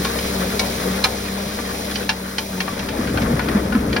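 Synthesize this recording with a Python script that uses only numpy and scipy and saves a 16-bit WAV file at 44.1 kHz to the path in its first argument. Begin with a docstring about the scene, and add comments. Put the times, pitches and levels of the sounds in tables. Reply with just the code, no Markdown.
"""Road sweeper passing

A telehandler pushes a hydraulic sweeper along a gravel verge. The diesel drones, oil hisses in the
hoses and the brush motor wavers under load. Bristles hiss on the asphalt and fling stones against
the steel hood; as the hopper comes alongside it rumbles and thuds with the grit thrown into it."""
import sys
import numpy as np
from scipy import signal
from scipy.fft import rfft, irfft
from scipy.io import wavfile

SR = 44100
rng = np.random.default_rng(int(sys.argv[2]) if len(sys.argv) > 2 else 0)


def to_wav(sig):
    """Store sig (one row per channel, or 1-D mono) as 16-bit WAV at the path in sys.argv[1].

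    Samples outside -1..1 are clipped; the rate is SR.
    """
    pcm = np.clip(np.atleast_2d(sig), -1, 1) * 32767
    pcm = np.round(pcm).astype(np.int16)
    wavfile.write(sys.argv[1], SR, pcm.T)  # frames by channels


N = 176400
TIME_S = np.arange(N) / SR
FREQ_HZ = np.maximum(np.arange(N // 2 + 1) * SR / N, 1)


def from_db(db):
    """Decibels to gain."""
    return 10 ** (np.asarray(db) / 20)


def unit_rms(x):
    """Scale to rms 1."""
    return x / np.sqrt(np.mean(x ** 2) + 1e-20)


def in_time(rows):
    """Curve columns at every sample."""
    time_s, *columns = np.transpose(rows)
    return [np.interp(TIME_S, time_s, c) for c in columns]


def in_frequency(rows):
    """Spectrum columns at every bin."""
    hz, *columns = np.transpose(rows)
    return [np.interp(np.log(FREQ_HZ), np.log(hz), c) for c in columns]


def drift(rate_hz):
    """Slow random wander, rms 1."""
    return unit_rms(irfft(rfft(rng.standard_normal(N)) / (1 + (FREQ_HZ / rate_hz) ** 2), N))


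# Stereo image: freq_hz, coherence, left_over_right_db, left_lead_rad
STEREO_IMAGE = [(100, 1, 0, 0), (230, .99, .6, .1), (450, .87, 8, .5), (720, .75, 9, .8),
                (950, .55, 9, 3.6), (1450, .65, 6, 5.2), (2300, .55, -2.5, 6.8), (4800, .5, -.5, 17.5),
                (6200, .8, 0, 20.3), (10000, .78, 0, 24.3), (15500, .82, 0, 29.4)]

def stereo(direct, diffuse):
    """Direct and diffuse spectra to left and right signals."""
    coherence, pan_db, lead_rad = in_frequency(STEREO_IMAGE)
    sides = np.array([[1], [-1]])
    gain = from_db(sides * pan_db / 2)
    gain /= np.linalg.norm(gain, axis=0)
    mix = np.sqrt(1 + coherence) * direct + np.sqrt(1 - coherence) * diffuse * sides
    return irfft(gain * np.exp(.5j * sides * lead_rad) * mix, N)


def coloured(pair, spectrum):
    """Two independent signals shaped to a spectrum; stereo, rms 1."""
    direct, diffuse = rfft(pair) * from_db(in_frequency(spectrum)[0])
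    return unit_rms(stereo(direct, diffuse))


def frame_resonances(depth_db, width_hz=45):
    """Narrow resonances of the steel frame, as gain per bin."""
    smoothing = signal.butter(2, 1 / width_hz / 2, fs=N / SR, output="sos")
    ripple = unit_rms(signal.sosfiltfilt(smoothing, rng.standard_normal(len(FREQ_HZ)), padtype=None))
    lowest_mode_hz = HOOD_MODES[0][0]
    return from_db(depth_db * ripple * np.clip(FREQ_HZ / lowest_mode_hz - .5, 0, 1))


def noise(spectrum, flicker_db, ripple_db=0):
    """Stereo noise flickering in five interleaved sets of octaves."""
    bins = rfft(rng.standard_normal((2, N))) * frame_resonances(ripple_db)
    octave_set = np.log2(FREQ_HZ).astype(int) % 5
    pair = sum(irfft(bins * (octave_set == k), N) * from_db(flicker_db * drift(14)) for k in range(5))
    return coloured(pair, spectrum)


def harmonics(pitch_hz, orders, roughness, rough_hz):
    """Multiples of a running speed, each trembling in level and phase."""
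    angle = 2 * np.pi * np.cumsum(pitch_hz) / SR
    wave = 0
    for order, db in orders:
        amplitude = from_db(db) * np.sqrt(2) * (1 + roughness * drift(rough_hz))
        phase = roughness * drift(rough_hz) + rng.uniform(0, 2 * np.pi)
        wave += amplitude * np.sin(order * angle + phase)
    return stereo(rfft(wave), 0)


# Diesel harmonics: crank_multiple, level_db
ENGINE_HARMONICS = [(2, -3.5), (3, -12.5), (4, -18), (7, -3.5), (9, -10.5), (12, -8), (14, -8)]
# Diesel envelope: time_s, level_db
ENGINE_LEVEL = [(0, -29), (.9, -31), (1.3, -34.5), (2, -34.5), (2.2, -38), (2.7, -36.5), (3.1, -30)]
CRANK_HZ = 32.86

def engine():
    """Four-cylinder diesel at governed speed."""
    crank_hz = CRANK_HZ * (1 + .0015 * drift(4.4))
    drone = harmonics(crank_hz, ENGINE_HARMONICS, roughness=.096, rough_hz=3.3)
    return from_db(in_time(ENGINE_LEVEL)[0]) * drone


# Oil hiss: freq_hz, density_db
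HOSE_SPECTRUM = [(2800, -25), (4150, 0), (5400, -25)]

def hoses(level_db=-36, fade_db_per_s=3.5):
    """Oil rushing through the hoses: a narrow hiss that recedes with the carrier."""
    hiss = coloured(rng.standard_normal((2, N)), HOSE_SPECTRUM)
    return from_db(level_db - fade_db_per_s * TIME_S) * hiss


# Motor under load: time_s, pulse_hz, level_db
MOTOR_RUN = [(0, 92.6, -24), (.13, 94.1, -39), (.27, 97.9, -29), (.43, 92.4, -21), (.54, 97.4, -30),
             (.64, 97.5, -28), (.76, 95, -44), (.87, 92.4, -23), (1.12, 102, -36), (1.3, 96, -29.5),
             (1.54, 102.5, -30), (1.73, 93.5, -32.5), (1.95, 101, -31), (2.17, 92.4, -34), (2.42, 99, -38),
             (2.58, 92.2, -26), (2.88, 100.9, -37), (3.6, 101.9, -29)]
# Motor harmonics: pulse_multiple, level_db
MOTOR_HARMONICS = [(2, 0), (3, -12.5), (4, -14), (5, -18), (6, -16.5)]

def brush_motor():
    """The hydraulic motor slows and recovers as the brush bites."""
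    pulse_hz, level_db = in_time(MOTOR_RUN)
    return from_db(level_db) * harmonics(pulse_hz, MOTOR_HARMONICS, roughness=.22, rough_hz=22)


def grit_clicks(rate_per_s, spread_db):
    """Flying grit: two trains of random clicks of uneven size."""
    sizes = from_db(spread_db * np.minimum(rng.exponential(1, (2, N)), 4))
    signs = rng.choice([-1, 1], (2, N))
    return sizes * signs * (rng.random((2, N)) < rate_per_s / SR)


# Sweeping envelopes, before trim: time_s, hiss_db, grit_db, roar_db
SWEEP_LEVELS = [(0, -32, -33.5, -29.5), (1, -34.5, -34, -29.5), (1.15, -38.5, -36, -33),
                (2, -39.5, -35.5, -32.5), (2.15, -38.5, -42.5, -37), (2.6, -36, -38, -36),
                (3.35, -61, -39, -28.5), (4, -61, -43, -35)]
# Bristle hiss: freq_hz, density_db
BRISTLE_SPECTRUM = [(2500, -20), (5000, -1), (6300, 0), (8000, -2), (12500, -3.5), (15600, 2)]
# Grit spray: freq_hz, density_db
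GRIT_SPECTRUM = [(900, 4), (1500, -5), (2300, 3), (3000, 1), (5300, 1.5), (7500, -5)]
# Machine roar: freq_hz, density_db
ROAR_SPECTRUM = [(25, -46), (45, -22), (90, -3.5), (290, 0), (340, -4.5), (480, 4), (700, -3), (1180, -6),
                 (1900, -8), (4000, -27)]
HISS_TRIM_DB, GRIT_TRIM_DB, ROAR_TRIM_DB = .5, 3.5, 3

def sweeping():
    """Bristles hiss on asphalt and spray grit; the machine's roar throbs with the engine."""
    hiss_db, grit_db, roar_db = in_time(SWEEP_LEVELS)
    grit = noise(GRIT_SPECTRUM, flicker_db=1.5, ripple_db=1.4)
    grit += .68 * coloured(grit_clicks(rate_per_s=720, spread_db=2.5), GRIT_SPECTRUM)
    crank_angle = 2 * np.pi * CRANK_HZ * TIME_S
    throb = 1 + .066 * (np.cos(3 * crank_angle) + np.cos(5 * crank_angle))
    roar = throb * noise(ROAR_SPECTRUM, flicker_db=2.5, ripple_db=1.4)
    hiss = coloured(rng.standard_normal((2, N)), BRISTLE_SPECTRUM)
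    return (from_db(hiss_db + HISS_TRIM_DB) * hiss
            + from_db(grit_db + GRIT_TRIM_DB) * grit
            + from_db(roar_db + ROAR_TRIM_DB) * roar)


def decay(t, t60_s):
    """Exponential fall, 60 dB in t60_s."""
    return 1000.0 ** (-t / t60_s)


def panel_clatter(panel, t, pitch_hz):
    """A crack and a short clatter of the panels, strongest near the stone's pitch."""
    n = len(t)
    start = rng.integers(N - n)
    crack = from_db(-2) * decay(t, t60_s=.044)
    clatter = from_db(-10) * decay(t, t60_s=.16)
    burst = panel[:, start:start + n] * (crack + clatter)
    bin_hz = np.fft.rfftfreq(2 * n, 1 / SR)
    octaves = np.log2(np.maximum(bin_hz / pitch_hz, .37))
    return irfft(rfft(burst, 2 * n) * from_db(-5 * octaves ** 2))[:, :n]


# Steel hood modes: freq_hz, relative_db
HOOD_MODES = [(760, -7), (890, -5.5), (1050, -5), (1440, -3), (1720, -6), (2380, 1), (2760, -0.5),
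              (3520, -3.5), (4090, 6.5), (4500, 6.5), (5170, 7)]
RING_DB, RING_DB_PER_HIT_DB, RING_FALL_DB_PER_OCTAVE = -14, .46, 6
CLINK_DB, ATTACK_S = -11.5, .0014

def stone_hit(panel, level_db, pitch_hz):
    """One stone clinks and clatters on the hood; harder hits ring the steel disproportionately."""
    t = TIME_S[:SR // 4]
    hit = panel_clatter(panel, t, pitch_hz)
    ring_db = RING_DB + RING_DB_PER_HIT_DB * level_db
    modes = []
    for hz, db in HOOD_MODES:
        fall_db = RING_FALL_DB_PER_OCTAVE * max(np.log2(hz / pitch_hz), 0)
        modes.append((hz * rng.normal(1, .02), ring_db + db - fall_db + rng.normal(0, 2.5)))
    image_hz, _, pan_db, _ = np.transpose(STEREO_IMAGE)
    for hz, db in modes + [(pitch_hz, CLINK_DB)]:
        phase = rng.uniform(0, 2 * np.pi) + .5 * rng.standard_normal((2, 1))
        pan = from_db(np.interp(hz, image_hz, pan_db) * np.array([[.5], [-.5]]))
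        t60_s = .15 * (1000 / hz) ** .76
        hit += pan * from_db(db) * decay(t, t60_s) * np.sin(2 * np.pi * hz * t + phase)
    return from_db(level_db) * hit * (1 - np.exp(-t / ATTACK_S))


# Stones on the hood: start_s, level_db, pitch_hz
STONE_HITS = [(.047, -11, 3600), (.051, -12, 1090), (.186, -14, 3060), (.593, -5.5, 3900),
              (1.0395, -5, 4090), (1.041, -4, 2388), (1.044, -9, 1270), (1.587, -14.5, 1180),
              (1.91, -17, 3400), (1.9555, -12.5, 3000), (2.0915, -3.5, 2750), (2.096, -10, 1700),
              (2.3815, -8, 3102), (2.603, -8, 2400), (2.678, -11.5, 1150), (2.792, -15.5, 2700),
              (2.8858, -13, 2390), (3.0709, -15, 1600), (3.173, -8.5, 1520), (3.2171, -14, 2200),
              (3.392, -8, 1470), (3.4845, -12.5, 1900), (3.722, -12, 1460), (3.7484, -12.5, 1307),
              (3.928, -13, 2360), (3.9629, -5, 1670)]
# Panel clatter: freq_hz, density_db
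PANEL_SPECTRUM = [(150, -1), (700, 5.5), (4200, 0), (6000, 0), (8000, -5), (15000, 0)]
PEBBLES_PER_S, PEBBLE_DB = 24, -25.5

def stones():
    """Big stones strike the hood among a random patter of pebbles."""
    panel = noise(PANEL_SPECTRUM, flicker_db=.5, ripple_db=3.5)
    pebbles = [(when * N / SR, PEBBLE_DB + 8 * (force - .5), 900 * 3 ** height)
               for when, force, height in rng.random((int(PEBBLES_PER_S * N / SR), 3))]
    out = np.zeros((2, N + SR))
    for start_s, level_db, pitch_hz in list(STONE_HITS) + pebbles:
        hit = stone_hit(panel, level_db, pitch_hz)
        start = int(start_s * SR)
        out[:, start:start + hit.shape[1]] += hit
    return out[:, :N]


# Hopper envelope: time_s, level_db
HOPPER_LEVEL = [(2.55, -55), (2.68, -34.5), (2.86, -31.5), (3.0, -28.5), (3.18, -22), (3.33, -20.5),
                (3.4, -27.5), (3.52, -21), (3.8, -26), (3.9, -22)]
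# Hopper rumble: freq_hz, density_db
HOPPER_SPECTRUM = [(22, -44), (42, 1.5), (100, -2), (200, 2.5), (290, 2.5), (400, -6.5), (550, -5.5),
                   (750, -13.5), (1400, -15.5), (3000, -34.5)]
# Heavy thuds: start_s, peak_db, start_pitch_hz
HOPPER_THUDS = [(2.985, -18, 280), (3.157, -17, 90), (3.33, -15.5, 170), (3.549, -10.5, 250),
                (3.748, -9, 275)]
THUD_RISE_S, PITCH_HALVING_S, THUD_NOISE_GAIN = .0092, .078, .28

def hopper():
    """Grit rumbles in the hollow hopper; each heavy thud swells, booms and sags in pitch."""
    rumble_gain = from_db(in_time(HOPPER_LEVEL)[0])
    booms = 0
    for start_s, peak_db, start_pitch_hz in HOPPER_THUDS:
        t = np.maximum(TIME_S - start_s, 0)
        swell = from_db(peak_db) * t / THUD_RISE_S * np.exp(1 - t / THUD_RISE_S)
        cycles = start_pitch_hz * PITCH_HALVING_S * np.log1p(t / PITCH_HALVING_S)
        booms += swell * np.sin(2 * np.pi * cycles)
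        rumble_gain = np.hypot(rumble_gain, THUD_NOISE_GAIN * swell)
    return rumble_gain * noise(HOPPER_SPECTRUM, flicker_db=2.2) + booms


def scene():
    """The whole machine, from beside the kerb."""
    return engine() + hoses() + brush_motor() + sweeping() + stones() + hopper()


def record(dry):
    """Clip at full scale, then low-pass steeply."""
    cutoff_hz = 15850
    return irfft(rfft(np.clip(dry, -1, 1)) / np.sqrt(1 + (FREQ_HZ / cutoff_hz) ** 300), N)


dry = scene()
out = record(dry)
to_wav(out)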